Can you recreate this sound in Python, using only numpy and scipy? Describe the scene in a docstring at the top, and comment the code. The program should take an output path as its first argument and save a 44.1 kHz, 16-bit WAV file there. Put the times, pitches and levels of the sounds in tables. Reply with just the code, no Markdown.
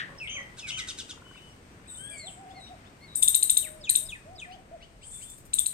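"""Birds on open grass ringed by trees and a wall, heard at two microphone ports over distant town rumble and wind.
It opens on dying husky notes, a squawk of pulsed noise, far caws and a twice-sung song; rasps and knocks follow.
Whistles, far chips and rising calls run on, and doves coo: gliding partials of a membrane, some with breath noise.
From 3.2 s a near caller fires sharp rising chips through a ringing throat, with falling calls among and after them.
Late on, thin chips and hissy puffs lead to a last burst of chips; leaves and wall scatter every call into a tail."""
import sys
import numpy as np
from scipy import signal
from scipy.fft import rfft, irfft
from scipy.io import wavfile
from scipy.ndimage import uniform_filter1d

SR = 44100
rng = np.random.default_rng(int(sys.argv[2]) if len(sys.argv) > 2 else 0)


def boost(x):
    """Linear amplitude factor 10**(x/20) for a level x in decibels (scalar or array-like)."""
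    u = np.asarray(x, float) / 20
    return 10 ** u


def materialize(psi):
    """Save the field psi as 16-bit PCM at rate SR to the path in sys.argv[1].

    A 1-D psi becomes a single channel; in a 2-D psi each row is a channel.
    """
    bounded = np.clip(np.atleast_2d(psi).T, -1, 1)
    quanta = np.round(bounded * 32767).astype(np.int16)
    wavfile.write(sys.argv[1], SR, quanta)


N = 252693  # samples in the scene

# Call shapes before each event's stretch, pitch factor and level: t/ms from the event, f/Hz, level/dB
CHIP_SHAPE = [(-9, 2300, -26), (-7, 2900, -14), (-5, 3800, -8), (-3.5, 5300, -8), (-1.5, 7400, -4),
              (.5, 8800, 0), (4, 10800, -4), (8, 12500, -6), (13, 13600, -10), (17, 13300, -22)]
THIN_SHAPE = [(-8, 3300, -34), (-6, 3800, -24), (-4, 6800, -16), (-2, 8000, -4), (0, 8700, 0),
              (4, 11500, -5), (7, 14000, -5), (10, 15200, -4), (15, 15500, -20)]
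SEEP_SHAPE = [(-8.5, 8700, -11), (1, 7400, -18), (0.5, 8500, 7), (7.5, 9300, -4), (15, 10200, -15),
              (32.5, 14000, -30)]
FALL_SHAPE = [(-35, 5500, -24), (-25, 5250, -10), (-10, 4450, -22), (0, 3850, -3), (15, 3350, -4),
              (24, 3000, -14), (36, 2520, 0), (48, 2500, 0), (52, 2350, -20), (62, 2050, -7),
              (75, 1750, -9), (90, 1550, -24)]
RISE_SHAPE = [(-22, 1800, -17), (-9.5, 2250, -7.5), (5, 2950, -.5), (16.5, 3050, -2.5), (33, 3400, -15.5),
              (44, 2900, -35)]
RASP_SHAPE = [(-15.5, 1300, -31), (-7, 1350, -3.5), (-0.5, 1330, -1.5), (8.5, 1170, -2), (16, 1020, -6),
              (27, 960, -17), (29, 900, -30)]
RASP_HISS_SHAPE = [(-30, 1495, -36), (-20.5, 1700, -5), (3.5, 1700, -1.5), (7.5, 1700, -1.5),
                   (13, 1460, -5.5), (30.5, 1300, -20), (51, 1300, -37)]
KNOCK_SHAPE = [(-5.5, 1030, -26), (-0.5, 1100, -1), (1.5, 1100, 0), (4.5, 1200, -13), (9, 1100, -33)]
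CAW_SHAPE = [(-8, 530, -16), (5, 545, 0), (40, 548, -1), (70, 540, -2), (95, 520, -16)]
# The five notes of a song: t/ms from the song's start, f/Hz, level/dB
TSIP_SHAPE = [(-28, 5520, -21), (-17, 5444, -7.5), (4, 5200, -21), (40, 5400, -24)]
SLIDE_SHAPE = [(-5.5, 3250, -14), (0, 2730, -6), (22, 2560, -1), (60, 2150, -6), (96.5, 2240, -16.5),
               (134, 2350, -9.5)]
BURR_SHAPE = [(68, 2930, -15), (83.5, 2900, -2), (100.4, 2720, -10), (116.3, 3150, -7.5),
              (132.6, 2600, -17)]
PIPE_SHAPE = [(89.7, 3120, -2.5), (126.5, 3130, -2), (146, 3150, 0.5), (183, 3160, -12.5),
              (213.6, 3140, -14), (242, 1800, -32)]
DROP_SHAPE = [(145.5, 2700, -11), (156.8, 2540, -4), (167.3, 2170, 2), (183.4, 1990, -1), (206, 1940, -5.5),
              (255, 2030, -16), (325, 1950, -24)]

# Membrane partials: multiple of the pitch, level/dB
CHIP_PARTIALS = [(1, -0.73), (2, -0.5)]
FALL_PARTIALS = [(1, 0), (2, -6)]
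RISE_PARTIALS = [(1, -3.5), (1.5, -11.5), (2, -14)]
RASP_PARTIALS = [(3, -0.5), (4, -10.5), (5, -5), (6, -9)]
KNOCK_PARTIALS = [(1, -0.32), (1.38, -0.47)]
CAW_PARTIALS = [(1, -3.5), (1.5, -14), (2, -4), (2.5, -18), (3, -21)]

# Near rising chips: t/s, level/dB, pitch factor, time stretch, factor on the throat's low rings as the neck stretches
CHIP_EVENTS = [(3.234, -16, .97, 1.08, 0.96), (3.284, -14, 1, 0.97, 0.97), (3.352, -13, 1.02, 1.02, 1.007),
               (3.432, -15.5, 1.0, 0.92, 1.04), (3.503, -14.5, 0.98, 0.98, 0.99),
               (3.575, -12.5, 1, .79, 0.994), (3.9, -15, 1.024, .95, 1.06), (3.96, -16.5, .97, 1.0, .99),
               (5.54, -21, 0.94, 0.96, 1.03), (5.592, -18, 0.95, 0.99, .94),
               (5.666, -23.5, 0.94, 0.94, 1.06)]
# The chip caller's throat, rings below 5000 Hz before that factor: f/Hz, gain/dB
THROAT_RINGS = [(2000, -1.5), (2900, -12), (3400, -12.5), (3750, 6), (4150, -5.5), (4700, -17.5),
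                (5800, -13.5), (7000, -7), (8600, 0), (10500, -8.5), (13000, -7.5), (14500, 3),
                (15800, 1.5)]
# Repeated calls: t/s, level/dB, pitch factor
THIN_EVENTS = [(3.158, -22, 1.014), (3.2256, -20.5, 1.02), (5.038, -48.5, 1), (5.063, -44.5, .96),
               (5.112, -41.5, .94), (5.141, -41, .95), (5.181, -45.5, .9), (5.219, -41, .93),
               (5.294, -44, .92)]
FALL_EVENTS = [(3.841, -43.5, 0.98), (4.09, -44, 0.99), (4.388, -45, 0.97)]
RISE_EVENTS = [(1.346, -61, 0.78), (1.409, -72, 0.88), (1.86, -64, 0.84), (2.506, -58.5, 1.16),
               (2.667, -63, 0.98), (2.859, -61.5, 1.18), (4.52, -53.5, 1.0), (4.824, -54.5, 0.99),
               (5.03, -56, 1.05), (5.223, -55.5, 1.05)]
RASP_EVENTS = [(0.592, -47, 0.96), (.692, -41, 0.95), (0.794, -40.5, 0.94), (0.894, -40.5, 0.94),
               (0.996, -42.5, 0.96), (1.103, -46.5, 0.93)]
KNOCK_EVENTS = [(1.134, -55, 0.78), (1.177, -55, 0.91), (1.222, -52, 0.93), (1.267, -54, 0.95),
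                (1.313, -53.5, 0.97), (1.359, -56, 0.94), (1.797, -62, 0.94)]
SONG_EVENTS = [(.204, -42, 1.0), (.628, -44.5, 0.98)]
CAW_EVENTS = [(.09, -58, 1.0), (.345, -55.5, 1.01)]
# Far high chips, and hissy puffs: t/s, level/dB
SEEP_EVENTS = [(.22, -55), (1.871, -51), (1.896, -44), (1.925, -45.5), (1.957, -42), (1.99, -50.5),
               (2.03, -44.5), (2.092, -39.5), (2.13, -48), (2.168, -44), (2.254, -42.5), (2.30, -51.5),
               (2.591, -56.5), (4.389, -55.5), (5.014, -58)]
PUFF_EVENTS = [(5.222, -52), (5.3, -50), (5.382, -51.5), (5.457, -52.5)]
# Distance of faint chips: level/dB heard all direct, direct dB lost per dB, stretch, stretch gained per dB
THIN_DISTANCE = (-18.5, 1.6, 0.67, 0.1247)
SEEP_DISTANCE = (-24, 1.1, .9, .01)

# Free notes, drawn 1 % below these pitches: start t/s, length t/s, first f/Hz, f/Hz glided to, level/dB
GLIDE_NOTES = [(.76, 0.069, 1295, 1328, -54), (1.1, 0.04, 6900, 7000, -56), (1.24, 0.3, 3025, 2997, -64),
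               (1.3, .09, 5340, 6500, -84), (1.36, 0.035, 3030, 2350, -57.5),
               (1.36, 0.044, 3500, 3830, -65), (1.49, 0.056, 5230, 6130, -71),
               (1.69, 0.087, 5260, 6800, -77), (1.88, 0.031, 3990, 3590, -51.5),
               (1.94, .035, 3630, 3626, -53.5), (2.185, 0.091, 4580, 3970, -54.5),
               (2.26, .045, 4060, 2630, -49.5), (2.6, 0.1, 4000, 3700, -57), (2.63, 0.053, 5700, 5670, -62),
               (3.075, 0.14, 3940, 3700, -59.5), (3.61, .09, 3700, 1200, -53.5),
               (5.11, 0.096, 3530, 3550, -63.5), (5.24, .12, 3500, 3550, -66)]
COO_NOTES = [(2.085, 0.097, 567, 690, -57), (2.22, 0.1, 585, 753, -50.5), (2.36, 0.11, 719, 797, -50),
             (2.45, 0.095, 728, 783, -47.5), (2.552, .065, 707, 772, -46.5), (2.692, .065, 673, 770, -47),
             (3.62, .24, 616, 626, -52.5), (4.005, .09, 586, 657, -54.5), (4.25, .14, 591, 758, -50),
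             (4.46, .12, 691, 759, -48), (4.578, 0.051, 710, 790, -53), (4.712, 0.063, 626, 699, -43)]
HUSKY_NOTES = [(0, 0.087, 1850, 2000, -37.5), (0, 0.033, 1466, 1520, -45)]
# Reedy whistles, the same columns and then: octave level/dB over the note
REEDY_NOTES = [(1.9, .07, 1447, 1554, -59, -13), (1.97, .19, 1493, 1684, -57.5, 1.9),
               (2.105, 0.15, 2473, 2205, -54.5, -12.5), (2.545, .065, 2160, 2190, -55.5, -1),
               (3.005, 0.084, 2083, 2254, -60, -0.5)]
# A squawk dying away; centre and width are averaged over the call: t/s, centre f/Hz, width f/Hz, level/dB
SQUAWK_TRACE = [(0, 2230, 1980, -40.5), (.05, 2300, 2010, -58.5), (.12, 2250, 2030, -70),
                (.2, 2300, 2000, -69)]

# Scattering by leaves and wall: f/Hz, time to fall 60 dB t/s
SCATTER_DECAY = [(500, 0.69), (2000, 0.4), (4000, 0.29), (8000, 0.35), (14000, 0.31)]
# Town and leaves ahead of the ports: f/Hz, level/dB per Hz, likeness of the ports (-1 opposed to 1 alike)
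AIR_SPECTRUM = [(20, -93, .7), (50.25, -80.5, .9), (74.9, -79.5, 0.98), (124, -79, 0.97), (282, -84, 0.85),
                (640, -90, 0.32), (1385, -94.5, -.35), (2350, -101, 0.03), (3700, -107, 0), (6500, -107, 0),
                (9000, -111, 0.3), (13180, -116, 0.11), (16320, -120, 0.27)]
# Wind ahead of the ports' resonances: t/s, level/dB
WIND_LEVEL = [(0.0, -59), (0.03, -62.5), (3.19, -74.5), (3.22, -57), (3.48, -69), (3.53, -57), (3.67, -67),
              (4.1, -53.5), (4.12, -61.5), (4.99, -61.5), (5.15, -54), (5.2, -62), (5.68, -57.5),
              (5.73, -72)]
# Port resonances: f/Hz, left gain/dB, right gain/dB
PORT_GAIN = [(99.8, 2, 1.5), (970, 1.5, 0.5), (2292, 8.5, 3), (3700, 8, 1), (4600, 5, 4.5), (6500, -1, 4.5),
             (7840, 5.5, 5), (8347, 15.5, 1), (9840, 1.5, -16), (10450, -3, -22.5), (11180, -5, -19.5),
             (12580, 8.5, -9.5), (15300, -8, -2.5), (15160, -2, -5.5), (15900, -8.5, -4.5)]

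AHEAD_LAG, BEHIND_LAG, SIDE_LAG = 19, -14, 2  # samples by which the left port hears later


def colour(x, points, column):
    """Filter by a gain curve in dB drawn over log frequency."""
    p = np.array(points)
    hz = np.fft.rfftfreq(x.shape[-1], 1 / SR)
    gain_db = np.interp(np.log(hz + 1), np.log(p[:, 0]), p[:, column])
    return irfft(rfft(x) * boost(gain_db), x.shape[-1])


def wobble(n, hz):
    """Smooth chance of spread 1, changing about hz times a second."""
    k = max(int(SR / hz), 1)
    smooth = uniform_filter1d(uniform_filter1d(rng.standard_normal(n), k), k)
    return smooth * np.sqrt(1.5 * k)  # makes up the spread lost to smoothing


def add(bus, start, sound):
    """Lay a sound on a bus from a start in seconds."""
    i = int(start * SR)
    bus[i:i + len(sound)] += sound[:N - i]


def trace(rows):
    """Draw a table's columns sample by sample, with a 2.4 ms soft edge for both ends."""
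    s, *columns = np.transpose(rows)
    t = np.arange(s[0], s[-1], 1 / SR)
    edge = np.clip(np.minimum(t - s[0], s[-1] - t) / 0.0024, 0, 1)
    return [np.interp(t, s, c) for c in columns], edge


def syrinx(hz, partials, rough, flutter_hz=400, top_hz=16000, low_hz=0):
    """Vibrating membrane: roughness shakes pitch and strength; partials other than 1 fade towards the range's ends."""
    shaken_hz = hz * (1 + 0.094 * rough * wobble(len(hz), flutter_hz))
    phase = 2 * np.pi * np.cumsum(shaken_hz) / SR
    tone = 0
    for k, db in partials:
        room_hz = np.minimum(top_hz - k * hz, k * hz - low_hz)
        fade = np.clip(room_hz / 800, k == 1, 1)  # a partial at exactly 1 is never faded
        tone = tone + boost(db) * np.sin(k * phase) * fade
    return np.sqrt(2) * tone * boost(9.1 * rough * wobble(len(hz), flutter_hz))


def repeat(shape, events, partials, rough, breath_db=-40, breath_hz=(2500, 9500), throat=None, **voice):
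    """Play a call at each event as membrane plus gusty breath; returns direct sound and what the leaves get."""
    direct, full = np.zeros(N), np.zeros(N)
    airway = signal.butter(3, breath_hz, "bandpass", fs=SR, output="sos")
    for s, db, factor, *more in events:
        stretch, direct_db = more or (1, 0)
        (hz, shape_db), edge = trace([(ms * stretch / 1000, f, d) for ms, f, d in shape])
        # the airstream tears into short gusts
        gusts = boost(breath_db + 1.4 * wobble(len(hz), 580))
        breath = signal.sosfilt(airway, rng.standard_normal(len(hz)) * gusts)
        call = syrinx(hz * factor, partials, rough, **voice) + breath
        call = call * boost(db + shape_db) * edge
        if throat:
            call = colour(call, throat(s), 1)
        start = s + shape[0][0] * stretch / 1000
        add(direct, start, call * boost(direct_db))
        add(full, start, call)
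    return direct, full


def ranged(events, near_db, loss, stretch, smear):
    """Distance from loudness: a fainter chip has less direct sound and a slower sweep."""
    placed = []
    for s, db, *factor in events:
        pitch = factor[0] if factor else 1
        placed.append((s, db, pitch, stretch + smear * (near_db - db), loss * (db - near_db)))
    return placed


def notes(rows, attack_s, release_s, glide=0.95, droop=0.0, sag_db_per_s=0.0, edge_db=14):
    """Attack, hold, release; pitch glides over a share of the note and droops as the breath runs out."""
    u, out = np.linspace(0, 1, num=25), []
    for s, length, first, last, db, *octave in rows:
        rise = np.clip(1 - u * length / attack_s, 0, 1)
        fall = np.clip(1 - (1 - u) * length / release_s, 0, 1)
        level = db - edge_db * (rise + fall) - sag_db_per_s * u * length
        hz = (first + (last - first) * np.clip(u / glide, 0, 1)) * (1 - droop * fall)
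        out.append(np.transpose([s + u * length, hz, level] + [level + own for own in octave]))
    return out


def free_notes(traced, rough, flutter_hz=400):
    """Membrane sings free notes; the octave follows its own column where there is one."""
    bus = np.zeros(N)
    for rows in traced:
        (hz, db, *octave), edge = trace(rows)
        stack = [(0.99, db)] + [(2, own) for own in octave]
        add(bus, rows[0][0], edge * syrinx(hz, stack, rough, flutter_hz))
    return bus, bus


# Each voice below returns rows of: (direct, scattered) sound, lag in samples, left minus right dB, scatter dB

def throat_at(s):
    """The chip caller's throat at one moment, its low rings shifted as the neck stretches."""
    factor = {row[0]: row[-1] for row in CHIP_EVENTS}[s]
    return [(hz * factor if hz < 5000 else hz, db) for hz, db in THROAT_RINGS]


def near_chips():
    """Sharp rising chips: a fast membrane sweep and bright breath ring the throat."""
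    direct_db = 1.33
    events = [(*row[:-1], direct_db) for row in CHIP_EVENTS]
    chips = repeat(CHIP_SHAPE, events, CHIP_PARTIALS, rough=0.11, breath_db=-16.5, breath_hz=(3000, 15900),
                   throat=throat_at, top_hz=10500)
    return [(chips, AHEAD_LAG, 1.0, -4)]


def far_air(s):
    """Air and leaves dull the top of the thin chips, by half a dB for each dB that distance takes."""
    db = {row[0]: row[1] for row in THIN_EVENTS}[s]
    return [(9000, 0.0029), (13000, 0.5 * (db - THIN_DISTANCE[0]))]


def thin_chips():
    """Thin chips near and far: a single swept partial with faint breath, smeared and dulled by distance."""
    events = ranged(THIN_EVENTS, *THIN_DISTANCE)
    return [(repeat(THIN_SHAPE, events, [(0.98, 0.0029)], rough=0.033, throat=far_air), AHEAD_LAG, 1.0, -3)]


def far_chips():
    """Far high chips: a rough membrane sweep heard more through its scatter the fainter it is."""
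    events = ranged(SEEP_EVENTS, *SEEP_DISTANCE)
    return [(repeat(SEEP_SHAPE, events, [(0.93, -0.5), (1.4, -19.5)], rough=0.39), AHEAD_LAG, 1.0, -4)]


def chatter():
    """Rasps of fluttering overtones with hiss over them, and short two-partial knocks."""
    rasps = repeat(RASP_SHAPE, RASP_EVENTS, RASP_PARTIALS, rough=0.3, flutter_hz=910)
    hiss = repeat(RASP_HISS_SHAPE, RASP_EVENTS, [(0.93, -14)], rough=0.35, breath_db=1.5)
    knocks = repeat(KNOCK_SHAPE, KNOCK_EVENTS, KNOCK_PARTIALS, rough=0.1)
    return [(rasps, SIDE_LAG, -2.0, -6), (hiss, SIDE_LAG, -2.0, -6), (knocks, SIDE_LAG, -1.0, -10)]


def falling_calls():
    """Falling calls: the membrane's octave sounds only within a middle band."""
    falls = repeat(FALL_SHAPE, FALL_EVENTS, FALL_PARTIALS, rough=0.2, top_hz=7980, low_hz=5090)
    return [(falls, BEHIND_LAG, -3.0, -8)]


def rising_calls():
    """Breathy rising calls: three partials with strong airway noise."""
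    rises = repeat(RISE_SHAPE, RISE_EVENTS, RISE_PARTIALS, rough=0.12, breath_db=-3.0, breath_hz=(2000, 5000))
    return [(rises, AHEAD_LAG, 3.0, -6)]


def song():
    """A five-note song sung twice, its notes overlapping and differing in roughness."""
    slide = repeat(SLIDE_SHAPE, SONG_EVENTS, [(0.99, -.3)], rough=0.17)
    drop = repeat(DROP_SHAPE, SONG_EVENTS, [(1, -.3)], rough=0.24)
    tsip = repeat(TSIP_SHAPE, SONG_EVENTS, [(0.99, -.3)], rough=.15)
    burr = repeat(BURR_SHAPE, SONG_EVENTS, [(1, -.3)], rough=0.65, flutter_hz=695)
    pipe = repeat(PIPE_SHAPE, SONG_EVENTS, [(1, -1.9), (2, -5.5)], rough=0.11)
    return [(slide, BEHIND_LAG, -6.0, -5), (drop, BEHIND_LAG, -6.0, -5), (tsip, AHEAD_LAG, 1.1, -6),
            (burr, AHEAD_LAG, 1.1, -5), (pipe, AHEAD_LAG, 1.1, -6)]


def gliding_partials():
    """Single gliding partials: whistles, loose octaves of reedy calls, low rings of far chips and a falling call."""
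    glides = notes(GLIDE_NOTES, attack_s=0.013, release_s=0.022)
    return [(free_notes(glides, rough=0.16), AHEAD_LAG, 1.0, -6)]


def reedy_whistles():
    """Reedy whistles: a gliding partial and its octave, drooping as the breath runs out."""
    reedy = notes(REEDY_NOTES, attack_s=.03, release_s=0.042, glide=.6, droop=0.12)
    return [(free_notes(reedy, rough=0.11), AHEAD_LAG, 1.0, -6)]


def husky_notes():
    """Rough fluttering notes dying steadily away as the scene opens."""
    husky = notes(HUSKY_NOTES, attack_s=.001, release_s=.02, sag_db_per_s=388, edge_db=1)
    return [(free_notes(husky, rough=0.6, flutter_hz=695), AHEAD_LAG, 1.0, -5)]


def dove_coos():
    """Soft low coos: slow flutter, an early glide and a droop as the breath runs out."""
    coos = notes(COO_NOTES, attack_s=0.026, release_s=.03, glide=0.54, droop=.2, edge_db=8)
    return [(free_notes(coos, rough=0.14, flutter_hz=80), BEHIND_LAG, -1.0, -13)]


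def crow_caws():
    """Far caws: a very rough membrane with partials at whole and half multiples."""
    return [(repeat(CAW_SHAPE, CAW_EVENTS, CAW_PARTIALS, rough=0.54), SIDE_LAG, -1.0, -6)]


def squawk():
    """Noise swelled by an uneven throat pulse, through one broad resonance."""
    (hz, width, db), _ = trace(SQUAWK_TRACE)
    pulse_hz = 291 * (1 + 0.11 * wobble(len(hz), 185))
    pulse = 1 + 0.3 * np.sin(2 * np.pi * np.cumsum(pulse_hz) / SR)
    band = [hz.mean() - width.mean() / 2, hz.mean() + width.mean() / 2]
    resonance = signal.butter(2, band, "bandpass", fs=SR, output="sos")
    call = signal.sosfilt(resonance, pulse * rng.standard_normal(len(hz)))
    bus = np.zeros(N)
    add(bus, SQUAWK_TRACE[0][0], call / call.std() * boost(db))
    return [((bus, bus), BEHIND_LAG, -1.0, -10)]


def puffs():
    """Bursts of treble hiss with no tone, perhaps wingbeats."""
    attack_ms, release_ms = 11, 27
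    shape = [(-attack_ms, 1, -18), (0, 1, 0), (release_ms, 1, -14)]
    events = [(s, db, 1) for s, db in PUFF_EVENTS]
    hiss = repeat(shape, events, [], rough=0, breath_db=1.5, breath_hz=(6000, 15500))
    return [(hiss, AHEAD_LAG, 1.1, -5)]


def leaves(gap_ms=0.89, sparkle_db=2.5):
    """Scatter off leaves and wall: a dense noise response for each port, each band dying at its own rate."""
    t, out = np.arange(SR // 2) / SR, 0
    centres = np.log([hz for hz, _ in SCATTER_DECAY])
    noise = rfft(rng.standard_normal((2, len(t))) * boost(sparkle_db * wobble(len(t), 490)))
    log_hz = np.log(np.fft.rfftfreq(len(t), 1 / SR) + 1)
    for k, (_, t60) in enumerate(SCATTER_DECAY):
        share = np.interp(log_hz, centres, np.arange(len(centres)) == k)
        out = out + irfft(noise * share, len(t)) * boost(-60 * t / t60)
    onset = np.clip(t * 1000 / gap_ms - 1, 0, 1)  # silent for one gap, full after two
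    return out * onset / np.sqrt(SR / 40)


def wind():
    """Deep buffeting, partly shared and partly different at each port."""
    band = signal.butter(2, [22, 52], "bandpass", fs=SR, output="sos")
    low = signal.sosfilt(band, rng.standard_normal((2, N)))
    low = low + 1.2 * low.sum(0) / 2
    return low / low.std() * boost(np.interp(np.arange(N) / SR, *np.transpose(WIND_LEVEL)))


def air():
    """Town rumble and leaves: octave bands of noise that swell together and flicker alone."""
    p, hz, out = np.array(AIR_SPECTRUM), np.fft.rfftfreq(N, 1 / SR), 0
    like = np.clip(np.interp(np.log(hz + 1), np.log(p[:, 0]), p[:, 2]), -1, 1)
    # shared and opposed noise, scaled to unit power per Hz at each port
    mid, side = rfft(rng.standard_normal((2, N))) * np.sqrt([1 + like, 1 - like]) * np.sqrt(SR / 4)
    pair, swell = np.array([mid + side, mid - side]), wobble(N, 0.68)
    for octave in np.arange(4, 14.5, 1.):
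        share = np.clip(1 - np.abs(np.log2(hz + 1) - octave), 0, 1)
        out = out + irfft(pair * share, N) * boost(.7 * swell + 1.0 * wobble(N, 8))
    return colour(out, AIR_SPECTRUM, 1)


def scene():
    """Each voice reaches the ports with its own lag and balance and feeds the leaves."""
    voices = (near_chips() + thin_chips() + far_chips() + chatter() + falling_calls() + rising_calls() + song()
              + gliding_partials() + reedy_whistles() + husky_notes() + dove_coos() + crow_caws() + squawk()
              + puffs())
    near, sent = np.zeros((2, N)), np.zeros(N)
    for (direct, full), lag, pan_db, scatter_db in voices:
        near += [np.roll(direct, lag) * boost(pan_db / 2), direct * boost(-pan_db / 2)]
        sent += full * boost(scatter_db)
    tail = signal.fftconvolve(sent[None], leaves(), axes=1)[:, :N]
    return near + tail + air() + wind()


def top_cut(x):
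    """Nothing passes above the cut-off."""
    return signal.sosfilt(signal.butter(12, 15950, fs=SR, output="sos"), x)


def record(dry):
    """Each port colours the sound with its own resonances; the loudest peaks are rounded."""
    heard = np.array([colour(dry[0], PORT_GAIN, 1), colour(dry[1], PORT_GAIN, 2)])
    rounded = 0.92 * np.tanh(heard / 0.97)
    return top_cut(rounded)


dry = scene()
out = record(dry)
materialize(out)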